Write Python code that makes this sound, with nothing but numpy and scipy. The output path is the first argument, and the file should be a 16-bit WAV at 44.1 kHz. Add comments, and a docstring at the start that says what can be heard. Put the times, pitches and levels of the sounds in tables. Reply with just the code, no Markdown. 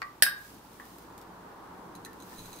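"""Spoon, jar and oats

A metal spoon clinks into a glass jar in a small kitchen, digs through rolled oats and tips them into a china bowl.
Jar, spoon and bowl are damped sine modes with coloured noise bursts for contact; dry flakes are dense tiny impacts.
Early reflections and a diffuse tail give the walls' close answer. Behind it lie a low sine hum and
wavering coloured noise: still air, a soft swell like traffic going by outside, and a late drone.
"""
import sys
import numpy as np
from scipy import signal
from scipy.fft import rfft, irfft
from scipy.io import wavfile
from scipy.ndimage import uniform_filter1d

SR = 44100
rng = np.random.default_rng(int(sys.argv[2]) if len(sys.argv) > 2 else 0)


def transcribe(signal):
    """Save signal, clipped to [-1, 1], as a 16-bit WAV file at the path in sys.argv[1]."""
    frames = np.atleast_2d(signal).T
    limited = np.clip(frames, -1, 1)
    pcm = np.round(limited * 32767).astype(np.int16)
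    wavfile.write(sys.argv[1], SR, pcm)


N = 114660  # samples, 2.6 s

# Levels inside an object (modes, colours, contact parts) are relative to the level of its events.
# spoon strikes the jar's rim and rebounds softly: start_s, ring_db, crack_db, bright_hz
CLINKS = [(0.2229, -2.5, 0.5, 18500), (0.2646, -0.5, -18, 1500)]
# ring of the rim: pitch_hz, level_db, t60_s
RIM_MODES = [(1502, -10, .25), (1528, -3, .26), (1611, -5, .26), (1626, 1, .29), (1654, -2, .29),
             (1783, -4, .22), (1860, -10, .22), (2530, -6, .13), (3758, -10, .3), (3792, -13, .27),
             (4917, -7, .25), (5062, -7, .22), (8448, -4, .18), (8542, -5, .24), (9060, -6, .11),
             (10595, -2, .12), (12782, -5, .24), (12902, -6, .2), (14450, -5, .1)]
# colour of the hard contact: freq_hz, level_db
CRACK_COLOUR = [(40, -30), (200, -6.5), (480, -14.5), (760, 2.5), (1000, -15.5), (1300, -38.5), (1650, 11),
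                (2200, -3.5), (3700, 2), (4300, -0.5), (5100, 8), (6500, -15.5), (7300, -10.5), (8400, 3),
                (9700, -2.5), (10700, 12.5), (12100, -34), (12800, 6), (13700, 2.5), (14500, -5.5),
                (15700, -0.5)]
RIM_DB, CRACK_DB, CRACK_T60_S = -24.5, -5.5, 0.028
SHIVER_DB, SHIVER_T60_S = -24, 0.086
# spoon's edge slides along the glass: start_s, level_db
SCRAPE_LEVEL = [(0, -110), (.3, -71), (.42, -69), (.55, -77), (.63, -78), (.9, -74), (1.2, -100),
                (1.3, -130)]
SCRAPE_LOW_HZ = 4500
# dull knocks on the jar's body: start_s, level_db, bright_hz
KNOCKS = [(0.0180, -41, 2600), (0.0208, -44, 1170), (0.267, -42.5, 1070), (0.7990, -47.5, 670)]
# ring of the jar's body: pitch_hz, level_db, t60_s
BODY_MODES = [(1115, -1, .28), (1180, 2, .28), (1220, 1, .26), (1530, -4, .2), (1650, 4, .05),
              (1928, 2, .22), (1984, 0, .2), (2356, -4, .08), (4030, -6, .04), (4600, -3, .035)]
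# colour of a knock's contact: freq_hz, level_db
KNOCK_COLOUR = [(300, -21), (900, -5), (1200, 1.5), (2000, 10),
                (3200, -22), (4600, 6.5), (6500, -19), (12000, -23)]
KNOCK_CONTACT_DB, KNOCK_T60_S = 17, 0.0246
# light taps that ring the spoon: start_s, level_db, bright_hz
TAPS = [(0.7990, -46.5, 2000), (2.062, -48.5, 2800), (2.321, -48.5, 2000)]
# ring of the spoon: pitch_hz, level_db, t60_s
SPOON_MODES = [(1787, -2, .2), (1877, -4, .16), (2000, -6, .05)]
# colour of a tap's thud: freq_hz, level_db
TAP_COLOUR = [(300, -35), (1000, -2), (1400, -8), (1750, 0), (2000, -7), (2500, -30), (8000, -30)]
TAP_THUD_DB, TAP_T60_S = 1.5, 0.07
# rustle of sliding oats: start_s, level_db
RUSTLE_LEVEL = [(0, -63), (.3, -68), (.42, -55.5), (.54, -56.5), (.62, -62), (.8, -59.5), (.9, -58),
                (1.02, -62), (1.15, -65), (1.3, -67), (2.1, -70.5), (2.26, -58.5), (2.3, -54.5),
                (2.6, -55.5)]
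# colour of dry flakes: freq_hz, level_db
OAT_COLOUR = [(500, -3), (1500, -0.5), (2500, -1), (4700, 1), (6500, -1), (9500, -1.5), (13000, 1),
              (15500, 0)]
# single flakes snap against the spoon: start_s, level_db
SNAPS = [(0.731, -51), (0.853, -50.5), (0.958, -55), (0.984, -46.5), (1.022, -51.5), (1.179, -44.5),
         (1.214, -47.5), (2.131, -50)]
GRAINS_PER_S, GRAIN_SPREAD_DB, FLAKE_T60_S = 2200, 2.5, 0.024
# single flakes drop into the bowl: start_s, level_db
DROPS = [(1.9521, -50), (1.961, -59), (2.0491, -42.5), (2.058, -54), (2.202, -53), (2.223, -50.5),
         (2.392, -50.5), (2.458, -51), (2.530, -47), (2.588, -50)]
# ring of the china: pitch_hz, level_db, t60_s
BOWL_MODES = [(2600, -6.5, 0.014), (4020, 3.5, .025), (4340, -11, .025), (6390, 0, .025),
              (6800, -8.5, 0.028), (7960, -2.5, 0.012), (9580, -4.5, 0.057), (10240, -7.5, 0.028),
              (10500, -17, .02), (13040, -3.5, .02), (13800, -18, .015)]
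# stream of flakes landing in the bowl: start_s, level_db
POUR_LEVEL = [(0, -110), (2.2, -90), (2.33, -71), (2.39, -52.5), (2.44, -58.5), (2.53, -56.5), (2.6, -65)]
DROP_CONTACT_DB, POUR_FLUTTER_DB = -1, 1
# decay of the kitchen: freq_hz, t60_s
ROOM_T60 = [(200, 0.27), (1600, 0.38), (4000, 0.29), (9000, .2), (15000, 0.2)]
# early reflections: delay_left_s, delay_right_s, level_db
ECHOES = [(.0021, .0017, -16), (.0082, .0093, -5.5), (0.0119, 0.016, -13.5)]
ROOM_DB, ROOM_BUILD_S, JAR_PAN_DB, BOWL_PAN_DB = -9, 0.0027, -0.5, -3
# colour of tyre roar: freq_hz, level_db
TYRES_COLOUR = [(250, -15), (470, -1), (640, -4.5), (840, 1.5), (960, 3), (1200, -3), (1600, -7.5),
                (2200, -19.5), (4000, -42)]
# swell of the tyres: start_s, level_db
TYRES_LEVEL = [(0, -63), (.6, -59.5), (1.0, -56.5), (1.25, -51), (1.7, -49), (2.0, -50.5), (2.3, -53),
               (2.6, -54.5)]
# colour of low traffic rumble: freq_hz, level_db
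RUMBLE_COLOUR = [(40, -22), (100, 0), (150, -9.5), (180, 10), (205, 2), (245, 1.5), (320, 5), (420, -2),
                 (470, -1), (700, -28.5)]
# swell of the rumble: start_s, level_db
RUMBLE_LEVEL = [(0, -67), (.42, -83), (.54, -52), (.62, -61), (1.0, -55.5), (1.5, -55.5), (1.93, -52),
                (2.1, -50), (2.4, -54.5), (2.6, -55.5)]
# colour of a deeper drone: freq_hz, level_db
DRONE_COLOUR = [(25, 6), (55, -4), (80, -10), (112, 8.5), (145, -1.5), (176, 8.5), (230, -7), (500, -31)]
# late rise of the drone: start_s, level_db
DRONE_LEVEL = [(0, -71.5), (2.15, -85), (2.42, -53.5), (2.6, -63)]
# colour of the still room: freq_hz, level_db
FLOOR_COLOUR = [(20, -33.5), (40, -5.5), (75, -13), (110, -0.5), (180, -1.5), (300, -0.5), (600, -8),
                (1000, -3.5), (2000, -17), (4000, -20.5), (9000, -32.5), (15500, -45.5)]
FLOOR_DB, HUM_HZ, HUM_DB = -55, 55.8, -69
ALIKE_BELOW_HZ, FLICKER_DB = 710, 0.77
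RING_SPREAD_RAD, CRACK_WIDTH = 0.93, 0.78  # phase lag between the microphones; side share of a contact
RADIATE_HZ = 1086  # the ringing objects radiate little below this
TOP_HZ = 15650  # upper limit of the recorder


def clink():
    """Steel strikes the rim: a hard crack, a longer shiver of the same colour, and the main ring."""
    out = 0
    for start_s, ring_db, crack_db, bright_hz in CLINKS:
        crack = undb(CRACK_DB) * burst(CRACK_COLOUR, CRACK_T60_S)
        shiver = undb(SHIVER_DB) * burst(CRACK_COLOUR, SHIVER_T60_S)
        contact = undb(crack_db) * soften(crack + shiver, bright_hz)
        rim = undb(RIM_DB + ring_db) * ring(RIM_MODES, bright_hz)
        out = out + place(contact + rim, start_s)
    return out


def scrape():
    """Steel slides on glass: tiny catches keep the high rim modes faintly alive."""
    rubbed = convolve(grains(), ring(RIM_MODES))
    high_pass = signal.butter(2, SCRAPE_LOW_HZ, "high", fs=SR, output="sos")
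    return unit(signal.sosfilt(high_pass, rubbed)) * level_curve(SCRAPE_LEVEL)


def knocks():
    """Softer blows on the jar's wall excite its body modes and a short dull contact."""
    out = 0
    for start_s, level_db, bright_hz in KNOCKS:
        contact = soften(burst(KNOCK_COLOUR, KNOCK_T60_S), bright_hz)
        blow = ring(BODY_MODES, bright_hz) + undb(KNOCK_CONTACT_DB) * contact
        out = out + undb(level_db) * place(blow, start_s)
    return out


def taps():
    """Light taps ring the spoon's own modes over a small thud."""
    out = 0
    for start_s, level_db, bright_hz in TAPS:
        tap = ring(SPOON_MODES, bright_hz) + undb(TAP_THUD_DB) * burst(TAP_COLOUR, TAP_T60_S)
        out = out + undb(level_db) * place(tap, start_s)
    return out


def oats():
    """Flakes slide over each other and the spoon as dense tiny impacts; a few snap singly."""
    slide = colour(np.array([grains(), grains()]), OAT_COLOUR) * level_curve(RUSTLE_LEVEL)
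    snaps = sum(undb(db) * place(burst(OAT_COLOUR, FLAKE_T60_S), s) for s, db in SNAPS)
    return slide + snaps


def bowl():
    """Single flakes and a fluttering stream of tiny impacts ring the china."""
    china = ring(BOWL_MODES)
    drops = 0
    for start_s, level_db in DROPS:
        flake = china + undb(DROP_CONTACT_DB) * burst(OAT_COLOUR, FLAKE_T60_S)
        drops = drops + undb(level_db) * place(flake, start_s)
    stream = unit(convolve(grains(), china)) * level_curve(POUR_LEVEL)
    return drops + stream * undb(POUR_FLUTTER_DB * walk(50))


def kitchen(x):
    """Table and near walls reflect first; a diffuse tail follows, shortest in the treble."""
    noise = rfft(rng.standard_normal((2, N)))
    centres_hz = [hz for hz, _ in ROOM_T60]
    tail = 0
    # crossfading bands, each with its own decay
    for share, (_, t60) in zip(np.eye(len(ROOM_T60)), ROOM_T60):
        band = irfft(noise * over_bins(list(zip(centres_hz, share))), N)
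        tail = tail + band * fade(t60)
    tail = tail * (1 - np.exp(-clock() / ROOM_BUILD_S))
    early = sum(undb(db) * np.array([impulse(left), impulse(right)]) for left, right, db in ECHOES)
    late = undb(ROOM_DB) * unit(tail) / np.sqrt(N)  # unit energy before its level
    return x + convolve(x, early + late)


def hum():
    """One low sine whose level wanders by about 2 dB."""
    wander = undb(HUM_DB + 2 * walk(11))
    return wander * unit(np.sin(2 * np.pi * HUM_HZ * clock()))


def traffic():
    """Wavering coloured noise swells outside: tyre roar peaks first, low rumble after."""
    tyres = diffuse(TYRES_COLOUR) * level_curve(TYRES_LEVEL) * undb(FLICKER_DB * walk(11))
    rumble = diffuse(RUMBLE_COLOUR) * level_curve(RUMBLE_LEVEL) * undb(FLICKER_DB * walk(18))
    return tyres + rumble


def still_air():
    """Steady coloured noise of the quiet room."""
    return undb(FLOOR_DB) * diffuse(FLOOR_COLOUR)


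def drone():
    """Deep diffuse noise that rises late."""
    return diffuse(DRONE_COLOUR) * level_curve(DRONE_LEVEL)


def diffuse(rows):
    """Noise from all around, alike left and right only in the bass."""
    mid, side = rfft(rng.standard_normal((2, N)))
    alike = 1 / (1 + (np.fft.rfftfreq(N, 1 / SR) / ALIKE_BELOW_HZ) ** 2)
    spread = np.array([[1], [-1]]) * side * np.sqrt(1 - alike)
    return colour(irfft(mid * np.sqrt(1 + alike) + spread, N), rows)


def ring(modes, bright_hz=None):
    """Damped sines at the two microphones; a soft contact weakens the high ones."""
    out = np.zeros((2, N))
    lag = np.array([[0], [RING_SPREAD_RAD]])
    for hz, db, t60 in modes:
        soft = 1 if bright_hz is None else 1 / np.hypot(1, (hz / bright_hz) ** 2)
        out += soft * undb(db) * fade(t60) * np.sin(2 * np.pi * hz * clock() - lag)
    return signal.sosfilt(signal.butter(3, RADIATE_HZ, "high", fs=SR, output="sos"), out)


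def burst(rows, t60):
    """Decaying contact noise coloured by the struck object, partly different left and right."""
    mid, side = rng.standard_normal((2, N))
    pair = np.array([mid + CRACK_WIDTH * side, mid - CRACK_WIDTH * side])
    push = pair * fade(t60) / np.hypot(1, CRACK_WIDTH)
    # fold the cepstrum to minimum phase, so the colour starts with the blow
    cepstrum = irfft(np.log(unit(undb(over_bins(rows)))), N)
    cepstrum[1:N // 2] *= 2
    cepstrum[N // 2 + 1:] = 0
    return irfft(rfft(push) * np.exp(rfft(cepstrum)), N)


def grains():
    """Dense tiny impacts of uneven size and random sign."""
    hit = rng.random(N) < GRAINS_PER_S / SR
    sign = rng.choice([-1, 1], N)
    size = undb(GRAIN_SPREAD_DB * np.minimum(rng.exponential(size=N), 5))
    return hit * sign * size


def walk(rate):
    """Slow random wander of rms 1: held random values, smoothed twice."""
    k = int(SR / rate)
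    steps = np.repeat(rng.standard_normal(200), k)[:N]
    return unit(uniform_filter1d(uniform_filter1d(steps, k), k))


def soften(x, hz):
    """Low-pass of a soft contact."""
    return signal.sosfilt(signal.butter(2, min(hz, SR * .45), fs=SR, output="sos"), x)


def colour(x, rows):
    """Give a signal a spectrum; rms 1."""
    return unit(irfft(rfft(x) * undb(over_bins(rows)), N))


def over_bins(rows):
    """Read (Hz, value) points at every frequency bin, along log frequency."""
    hz, value = np.array(rows).T
    return np.interp(np.log(np.fft.rfftfreq(N, 1 / SR) + 1), np.log(hz), value)


def level_curve(rows):
    """Gain over time from (s, dB) points."""
    return undb(np.interp(clock(), *np.array(rows).T))


def fade(t60):
    """Exponential decay from time zero, down 60 dB after t60 seconds."""
    return np.exp(-np.log(1000) * clock() / max(t60, 1e-3))


def place(x, s):
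    """Start a sound at time s."""
    k = int(np.clip(round(s * SR), 0, N - 1))
    out = np.zeros_like(x)
    out[..., k:] = x[..., :N - k]
    return out


def impulse(s):
    """Single unit sample at time s."""
    x = np.zeros(N)
    x[int(np.clip(round(s * SR), 0, N - 1))] = 1
    return x


def convolve(x, response):
    """Pass each channel through a response, cut to the scene's length."""
    return signal.fftconvolve(np.atleast_2d(x), np.atleast_2d(response), axes=-1)[:, :N]


def pan(db):
    """Left and right gains that differ by db; positive leans left."""
    return undb(np.array([[db], [-db]]) / 2)


def clock():
    """Time of every sample in seconds."""
    return np.arange(N) / SR


def unit(x):
    """Scale to rms 1."""
    return x / np.sqrt(np.mean(x ** 2))


def undb(db):
    """Decibels to amplitude gain."""
    return 10 ** (np.asarray(db) / 20)


def scene():
    """Jar, spoon, oats and bowl sound in the kitchen, over the background."""
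    jar = clink() + scrape() + knocks() + taps() + oats()
    indoors = kitchen(pan(JAR_PAN_DB) * jar + pan(BOWL_PAN_DB) * bowl())
    return indoors + hum() + traffic() + still_air() + drone()


def record(dry):
    """The recorder clips at full scale and cuts the top with a steep low-pass."""
    low_pass = signal.ellip(10, .2, 70, TOP_HZ, fs=SR, output="sos")
    return signal.sosfilt(low_pass, np.clip(dry, -1, 1))


dry = scene()
out = record(dry)
transcribe(out)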